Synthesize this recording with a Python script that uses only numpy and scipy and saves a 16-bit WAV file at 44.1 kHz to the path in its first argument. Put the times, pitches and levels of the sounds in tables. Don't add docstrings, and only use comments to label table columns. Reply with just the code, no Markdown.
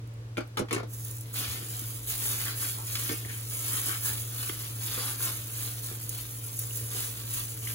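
import sys
import numpy as np
from scipy import signal
from scipy.fft import rfft, irfft, next_fast_len
from scipy.io import wavfile
from scipy.ndimage import map_coordinates

SR = 44100
rng = np.random.default_rng(int(sys.argv[2]) if len(sys.argv) > 2 else 0)


def waveform_to_disk(signal):
    frames = np.transpose(np.atleast_2d(signal))
    scaled = np.clip(frames, -1, 1) * 32767
    samples = np.round(scaled).astype(np.int16)
    wavfile.write(sys.argv[1], SR, samples)


N = 341334
TOP_HZ = 15800

# pitch in Hz, width in Hz, relative level in dB.
BOWL_TONES = [(218, 55, -4), (287.4, 52, 0), (348.5, 55, -0.5), (443, 58, -2), (520, 76, -3), (617, 69, -6),
              (766, 103, -7.5)]
# frequency in Hz, relative level in dB.
MEAT_COLOUR = [(200, -33), (600, -7), (850, -7.5), (1150, 0), (2000, -2.5), (2700, 0), (3600, 1.5),
               (5000, -0.5), (8000, -14.5), (16000, -41.5)]


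def kneading():
    # start in seconds, length in seconds, relative levels of bright crinkle and of lower
    # squish in dB. In the first three squeezes, above the bowl, both are the glove.
    squeezes = [(0.866, 0.1255, -44, -62.5), (1.012, 0.094, -41, -56.5), (1.19, 0.14, -52, -58),
                (1.328, 0.032, -36.5, -42.5), (1.35, 0.06, -36.5, -42), (1.427, 0.12, -40, -46.5),
                (1.63, 0.16, -41, -50.5), (1.809, 0.145, -43.5, -56.5), (2.056, 0.069, -32.5, -45),
                (2.153, 0.18, -31.5, -42.5), (2.344, 0.14, -36, -43), (2.543, 0.1235, -31.5, -44.5),
                (2.833, 0.12, -37.5, -48.5), (2.947, 0.088, -33.5, -44), (3.047, 0.06, -37.5, -47),
                (3.15, 0.31, -44.5, -55), (3.461, 0.1114, -36.5, -49.5), (3.56, 0.23, -31.5, -43.5),
                (3.789, 0.131, -33, -43.5), (3.995, 0.094, -31, -42), (4.126, 0.1, -43.5, -53),
                (4.276, 0.22, -36.5, -46.5), (4.55, 0.1, -41, -50), (4.736, 0.2, -37, -45.5),
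                (4.863, 0.22, -34, -43), (5.163, 0.11, -31.5, -42.5), (5.337, 0.041, -41, -59),
                (5.44, 0.24, -37, -48), (5.812, 0.043, -38, -48), (5.979, 0.045, -43, -62),
                (6.08, 0.068, -42.5, -53.5), (6.16, 0.034, -39, -54), (6.411, 0.0525, -39.5, -64.5),
                (6.537, 0.13, -37.5, -59), (6.718, 0.062, -37, -53.5), (6.847, 0.18, -33.5, -44.5),
                (7.137, 0.09, -46, -53), (7.246, 0.14, -33.5, -47), (7.593, 0.127, -37.5, -50)]
    hand_in_s, tighten_share, release_db_per_s = 1.33, 0.59, 89
    rest_crinkle_db, rest_squish_db = -43.5, -56
    t = np.arange(N) / SR
    power = amp([[rest_crinkle_db], [rest_squish_db]]) ** 2 * (t > hand_in_s)
    age = np.arange(SR) / SR
    for s, length, crinkle_db, squish_db in squeezes:
        tighten = np.minimum(age / (tighten_share * length), 1)
        grip = tighten * amp(-release_db_per_s * np.maximum(age - length, 0))
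        add(power[0], s, (amp(crinkle_db) * grip) ** 2)
        add(power[1], s, (amp(squish_db) * grip) ** 2)
    return 10 * np.log10(power + 1e-12)


def glove(level_db):
    # frequency in Hz, relative level in dB.
    film_colour = [(500, -40), (2000, -20), (4000, -14.5), (5300, -11), (6500, -4.5), (8000, -2.3),
                   (9500, 1), (12500, -.5), (15500, 1)]
    # start in seconds, relative level in dB, seconds to fade by 30 dB.
    snaps = [(.072, -49, .02), (.136, -50, .02), (.473, -47, .02), (.936, -27, .008), (.996, -27, .006),
             (1.048, -23, .01), (1.083, -23, .005), (1.111, -25, .008), (1.167, -25, .006),
             (1.183, -25, .006), (1.208, -27, .015), (1.339, -30, .025), (1.793, -23, .012),
             (2.073, -25, .012), (2.099, -21, .01), (2.729, -22, .008), (2.954, -25, .015),
             (3.182, -27, .008), (4.417, -24, .008), (5.924, -28, .008), (6.014, -25, .006),
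             (6.092, -18, .016), (6.208, -24, .01), (6.231, -25, .006), (6.590, -17, .02),
             (6.771, -24, .025), (6.865, -26, .008), (7.337, -23, .01)]
    effort = amp(level_db - level_db.max())
    rate = 1500 + 9000 * effort
    clicks = lambda: grains(rate, spread_db=1.5, clump_db=1, clump_rate=220) / np.sqrt(rate)
    crease = lambda hz: unit(resonate(clicks(), [(hz, .5 * hz, 0)])) * amp(wobble(25))
    crinkle = coloured(unit(clicks()) + .5 * (crease(hz=6400) + crease(hz=11750)), film_colour)
    flurry_db = 0.93 * wobble(30) + 0.9 * wobble(110) + 1.24 * wobble(450)
    out = amp(level_db + 2.48) * unit(crinkle * amp(flurry_db))
    t = np.arange(SR // 8) / SR
    for s, db, length in snaps:
        burst = coloured(rng.standard_normal(len(t)), film_colour)
        add(out, s, amp(db - 1.1 - 30 * t / length) * fade_in(t, 0.00081) * burst)
    return out


def squish(level_db):
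    clicks = coloured(grains(1700, spread_db=4.5, clump_db=1.5, clump_rate=160), MEAT_COLOUR)
    rub = unit(resonate(grains(1400, spread_db=2, clump_db=1, clump_rate=30), BOWL_TONES))
    return amp(level_db + 2.5) * clicks + amp(level_db - 9.5) * rub


def squelches():
    # loudest moment in seconds, length in seconds, middle pitch in Hz, relative level in dB.
    slips = [(1.44, 0.13, 3700, -43.5), (2.118, 0.099, 3800, -47), (2.48, 0.075, 1600, -42.5),
             (2.63, 0.055, 1346, -44), (2.80, 0.075, 940, -47), (3.116, .05, 2400, -42),
             (3.32, 0.14, 2100, -46.5), (3.759, .16, 1250, -48), (3.912, 0.095, 1420, -40.5),
             (4.076, 0.089, 1400, -43.5), (5.049, 0.21, 1090, -47.5), (5.261, 0.1, 1350, -43),
             (5.677, .16, 1345, -54), (6.99, .11, 2350, -50), (7.691, 0.054, 2150, -45)]
    glide, clicks_per_s = 1.12, 900
    out = np.zeros(N)
    t = np.arange(SR // 3) / SR - 1 / 6
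    for s, length, hz, db in slips:
        clicks = (rng.random(len(t)) < clicks_per_s / SR) * rng.standard_normal(len(t))
        ring = lambda pitch: resonate(clicks, [(pitch, 0.42 * pitch, 0)])
        hollow = lambda pitch: unit(resonate(ring(pitch), [(pitch, pitch, 0)]))
        closed = np.clip(.5 + t / length, 0, 1)
        wet = unit(np.sqrt(1 - closed) * hollow(hz / glide) + np.sqrt(closed) * hollow(hz * glide))
        swell = np.exp(-(2 * t / length) ** 2)
        add(out, s + t[0], amp(db - 0.5) * swell * wet)
    return out


def pops():
    # start in seconds, starting pitch in Hz, relative level in dB.
    pockets = [(1.342, 1300, -33), (2.150, 1800, -33), (2.466, 1888, -22.5), (2.481, 3120, -24),
               (2.483, 1700, -25), (2.614, 1300, -35), (2.954, 3340, -25), (3.145, 2100, -31),
               (3.249, 2020, -29), (3.893, 1500, -30), (4.383, 3390, -30), (4.477, 2400, -30),
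               (4.494, 3160, -20.5), (4.496, 1250, -29), (4.497, 2050, -25), (4.917, 3200, -29),
               (5.216, 3430, -28), (5.615, 3680, -30), (6.709, 2820, -28.5), (7.672, 2050, -23),
               (7.675, 3030, -27)]
    rise_per_s = 12
    out = np.zeros(N)
    t = np.arange(SR // 30) / SR
    for s, hz, db in pockets:
        cycles = hz * (t + .5 * rise_per_s * t ** 2)
        add(out, s, amp(db) * fade_in(t, 0.0005) * fade_out(t, .009) * np.sin(2 * np.pi * cycles))
    return out


def smacks():
    # start in seconds, relative level in dB, seconds for the shower to fade by 20 dB.
    tears = [(1.378, -37, .02), (1.407, -36, .02), (2.954, -29.5, .07), (3.092, -33.5, .05)]
    clicks_per_s = 4000
    out = np.zeros(N)
    t = np.arange(SR // 8) / SR
    for s, db, length in tears:
        clicks = (rng.random(len(t)) < clicks_per_s / SR) * rng.choice([-1, 1], len(t))
        crack, shower = fade_out(t, .012), amp(-6 - 20 * t / length)
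        add(out, s, amp(db) * (crack + shower) * coloured(clicks, MEAT_COLOUR))
    return out


def sticking(crinkle_db, squish_db):
    bright = crackles(crinkle_db + 15, rate=55, pitch_hz=11000, spread_db=3)
    lower = crackles(squish_db + 14.5, rate=50, pitch_hz=3400, spread_db=3)
    return bright + lower


def crackles(level_db, rate, pitch_hz, spread_db):
    count = int(rate * N / SR)
    when = rng.integers(0, N, count)
    pitch, size = rng.standard_normal((2, count))
    hz = np.clip(pitch_hz * np.exp(.3 * pitch), 0, TOP_HZ)[:, None]
    lag = np.arange(SR // 300)
    cycles = hz * lag / SR
    ring = np.sqrt(hz / pitch_hz) * np.sin(2 * np.pi * cycles) * np.exp(-cycles / 1.1)
    ticks = amp(level_db[when] + spread_db * np.clip(size, -2, 1))[:, None] * ring
    return np.bincount((when[:, None] + lag).ravel(), ticks.ravel(), N)[:N]


def bowl():
    # pitch in Hz, width in Hz, relative level in dB.
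    wall_tones = [(810, 230, -3.5), (1140, 120, 3), (1410, 136, 0.5), (2231, 210, -2.5), (2720, 200, -7),
                  (3280, 340, -9.5), (3896, 330, -13)]
    # frequency in Hz, relative level in dB.
    crack_colour = [(200, -28.5), (700, -8), (2000, -2.5), (4500, -0.5), (7000, -6), (11000, -9),
                    (16000, -18)]
    boost_db, boost_octaves, ring_cycles = 7.5, .7, 45
    favour_db = lambda f, hz: boost_db * np.exp(-(np.log2((f + 1) / hz) / boost_octaves) ** 2)
    blow = lambda x: x / np.linalg.norm(x) * np.sqrt(SR / 100)
    out = np.zeros(N)
    t = np.arange(SR // 10) / SR
    for s, spot_hz, clack_db, thud_hz, thud_db in contacts():
        burst = rng.standard_normal(len(t)) * fade_in(t, 0.0006) * fade_out(t, 0.059)
        crack = coloured(burst, crack_colour)
        push = t == 0
        scrape = unit(rng.standard_normal(len(t)) * fade_out(t, 0.021)) / np.sqrt(len(t))
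        clack = blow(resonate(push + scrape, wall_tones)) + amp(-0.5) * blow(crack)
        clack = blow(filtered(clack, lambda f: amp(favour_db(f, spot_hz))))
        spot = blow(np.sin(2 * np.pi * spot_hz * t) * fade_out(t, ring_cycles / spot_hz))
        clack = blow(clack + amp(-5.5) * spot)
        ring = np.zeros(len(t))
        for hz, width, db in BOWL_TONES:
            strength = amp(db + favour_db(hz, thud_hz) + rng.normal(0, 1.5)) * np.sqrt(width)
            ring += strength * np.exp(-np.pi * width * t) * np.sin(2 * np.pi * (hz * t + rng.random()))
        thud = blow(ring * fade_in(t, 0.003))
        add(out, s, amp(clack_db + 1.33) * clack + amp(thud_db) * thud)
    return out


def contacts():
    # start in seconds, clack pitch in Hz, relative levels of clack and of thud in dB.
    rim_hits = [(.370, 2300, -35, -38), (.571, 1295, -28, -40.5), (.572, 3010, -34.5, -48),
                (.685, 2390, -45.5, -64), (.709, 2180, -30.5, -39.5)]
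    # start in seconds, clack pitch in Hz, relative clack level in dB, thud pitch in Hz,
    # relative thud level in dB, number of times the bowl touches the counter.
    landings = [(.380, 1440, -35.5, 380, -29, 1), (.405, 1450, -40.5, 380, -36, 1),
                (.592, 8900, -34, 620, -27.5, 1), (.600, 800, -41, 260, -27, 2),
                (.728, 9100, -28.5, 360, -29.5, 2), (.763, 1800, -35, 560, -28.5, 1),
                (.779, 1380, -37, 600, -36, 1), (.799, 1410, -41, 560, -34, 1),
                (.831, 900, -45, 520, -35.5, 1), (1.626, 1400, -61, 250, -49.5, 1),
                (1.817, 1400, -57, 250, -44, 1), (3.095, 750, -39.5, 300, -35.5, 1),
                (3.113, 2300, -44.5, 290, -36, 1), (3.129, 700, -43, 300, -39, 1),
                (3.249, 1900, -49, 300, -44, 1), (3.865, 1400, -51, 450, -42.5, 2),
                (4.496, 1250, -48, 330, -38, 1), (4.976, 1200, -39, 580, -37, 1),
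                (5.285, 1400, -54, 450, -48.5, 1), (5.912, 1400, -50, 450, -41.5, 1),
                (6.81, 805, -54, 400, -46, 2), (6.946, 800, -54.5, 450, -43.5, 2)]
    rim_thud_hz, chatter_s, rock_s = 560, .008, .0175
    hits, chatter, rocking = [], [], []
    for s, hz, clack_db, thud_db in rim_hits:
        hits.append((s, hz, clack_db, rim_thud_hz, thud_db))
        chatter.append((s + chatter_s, hz, clack_db - 7.5, rim_thud_hz, thud_db + 8))
    for s, hz, clack_db, thud_hz, thud_db, count in landings:
        for k in range(round(count)):
            loss = np.log2(1 + k)
            rocking.append((s + k * rock_s, hz, clack_db - 5.5 * loss, thud_hz, thud_db - 1.5 * loss))
    return hits + chatter + rocking


def presses():
    # start in seconds, relative level in dB.
    thumps = [(1.478, -31), (3.255, -37), (4.10, -33.5), (4.18, -39), (6.82, -41)]
    thump_hz = 85
    out = np.zeros(N)
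    t = np.arange(SR // 4) / SR
    for s, db in thumps:
        add(out, s, amp(db) * fade_in(t, 0.0098) * fade_out(t, 0.23) * np.sin(2 * np.pi * thump_hz * t))
    return out


def appliance():
    # pitch in Hz, level in dB.
    hum_tones = [(114.7, -37.5), (99.95, -62), (96.4, -60), (48.76, -63.5), (305.7, -63), (449, -64.5)]
    # frequency in Hz, relative level in dB.
    air_colour = [(20, -26), (35, -12), (49, 2.5), (62, -3), (80, -5.5), (100, 5), (125, 1.5), (160, -8.5),
                  (220, -10), (310, -6), (380, -14.5), (450, -9.5), (700, -21), (1500, -25), (5000, -31.5),
                  (16000, -42.5)]
    t = np.arange(N) / SR
    hum = np.zeros(N)
    for hz, db in hum_tones:
        strength = amp(db + 0.98 * wobble(4.808))
        hum += strength * np.sin(2 * np.pi * (hz * t + rng.random()) + 0.3 * wobble(4.037))
    common = coloured(rng.standard_normal(N), air_colour)
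    apart = coloured(rng.standard_normal(N), air_colour)
    apart = filtered(apart, lambda hz: amp(along([(100, -18.5), (300, -11.5), (700, 2.5)], hz)))
    return hum + amp(-50) * np.array([common + apart, common - apart])


def kitchen(x, close):
    # frequency in Hz, how far the right side is ahead in radians.
    right_lead = [(0, 0), (260, 0), (360, -.4), (440, -1.1), (530, -2.2), (900, -2.6), (1200, -1.3),
                  (2600, -2.4), (3300, -1.1), (5000, -2.9), (6500, -5.8), (7400, -4.9), (8500, -3.14),
                  (11000, 0), (13300, 3.14), (15700, 6.28)]
    # frequency in Hz, level of the echoes against the direct sound in dB.
    echo_levels = [(150, -8), (400, -1), (900, 2), (5500, 3), (8000, -7), (16000, -7)]
    close_echo_db, left_sooner_s = -4, .00009
    # frequency in Hz, lean in dB.
    lean = [(150, 0), (320, -2.5), (600, 0.9), (1200, 2.5), (2200, 2), (4000, -0.9), (8000, -0.33)]
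    sides = np.array([[-1], [1]])
    direct = filtered(x, lambda f: np.exp(.5j * np.interp(f, *np.transpose(right_lead)) * sides))
    echo_gain = lambda f: amp(along(echo_levels, f))
    echoes = filtered(reflections(x + amp(close_echo_db) * close), echo_gain)
    balance = lambda f: amp(-sides * along(lean, f)) / np.sqrt(1 + echo_gain(f) ** 2)
    close_direct = filtered(close, lambda f: np.exp(-1j * np.pi * f * left_sooner_s * sides))
    return close_direct + filtered(direct + echoes, balance)


def reflections(x):
    # frequency in Hz, seconds for the echoes to fade by 60 dB.
    echo_times = [(200, 0.1), (1500, 0.1827), (6000, 0.1), (16000, 0.01)]
    hop = SR // 12
    blocks = np.lib.stride_tricks.sliding_window_view(np.pad(x, (hop, 2 * hop)), 2 * hop)[::hop]
    blocks = blocks * np.sin(np.pi * np.arange(2 * hop) / (2 * hop))
    hz, t, noise = signal.stft(rng.standard_normal((len(blocks), 2, 2 * hop)), SR, nperseg=128)
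    fade_s = along(echo_times, hz)[:, None]
    tails = signal.istft(noise * fade_out(t, fade_s) / np.sqrt(fade_s), SR, nperseg=128)[1]
    tails /= np.linalg.norm(tails, axis=-1, keepdims=True)
    out = np.zeros((2, N + SR))
    for k, echo in enumerate(signal.fftconvolve(blocks[:, None], tails, axes=-1)):
        out[:, k * hop:k * hop + echo.shape[1]] += echo
    return out[:, hop:hop + N]


def grains(rate, spread_db, clump_db, clump_rate):
    fired = rng.random(N) < rate / SR
    size = amp(spread_db * np.clip(rng.standard_normal(N), -2, 2)) * rng.choice([-1, 1], N)
    return fired * size * amp(clump_db * wobble(clump_rate))


def amp(db):
    return 10 ** (np.asarray(db) / 20)


def unit(x):
    return x / np.sqrt(np.mean(x ** 2) + 1e-20)


def fade_in(t, seconds):
    return 1 - np.exp(-t / seconds)


def fade_out(t, seconds):
    return amp(-60 * t / seconds)


def along(points, hz):
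    f, v = np.transpose(points)
    return np.interp(np.log(hz + 1), np.log(f + 1), v)


def wobble(rate):
    return map_coordinates(rng.standard_normal(int(N * rate / SR) + 4), [np.arange(N) * rate / SR])


def filtered(x, response):
    size = x.shape[-1]
    padded = next_fast_len(size + SR // 4)
    return irfft(rfft(x, padded) * response(np.fft.rfftfreq(padded, 1 / SR)), padded)[..., :size]


def coloured(x, colour):
    return unit(filtered(x, lambda hz: amp(along(colour, hz))))


def resonate(x, tones):
    return filtered(x, lambda f: sum(
        (-1) ** k * amp(db) * 1j * f * width / (hz * hz - f * f + 1j * f * width)
        for k, (hz, width, db) in enumerate(tones)))


def add(track, s, sound):
    start = round(s * SR)
    track[start:start + len(sound)] += sound[:N - start]


def scene():
    crinkle_db, squish_db = kneading()
    main = glove(crinkle_db) + squish(squish_db) + squelches() + bowl() + presses()
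    on_top = pops() + smacks() + sticking(crinkle_db, squish_db)
    return kitchen(main, close=on_top) + appliance()


def record(dry):
    return filtered(dry, lambda hz: hz < TOP_HZ)


dry = scene()
out = record(dry)
waveform_to_disk(out)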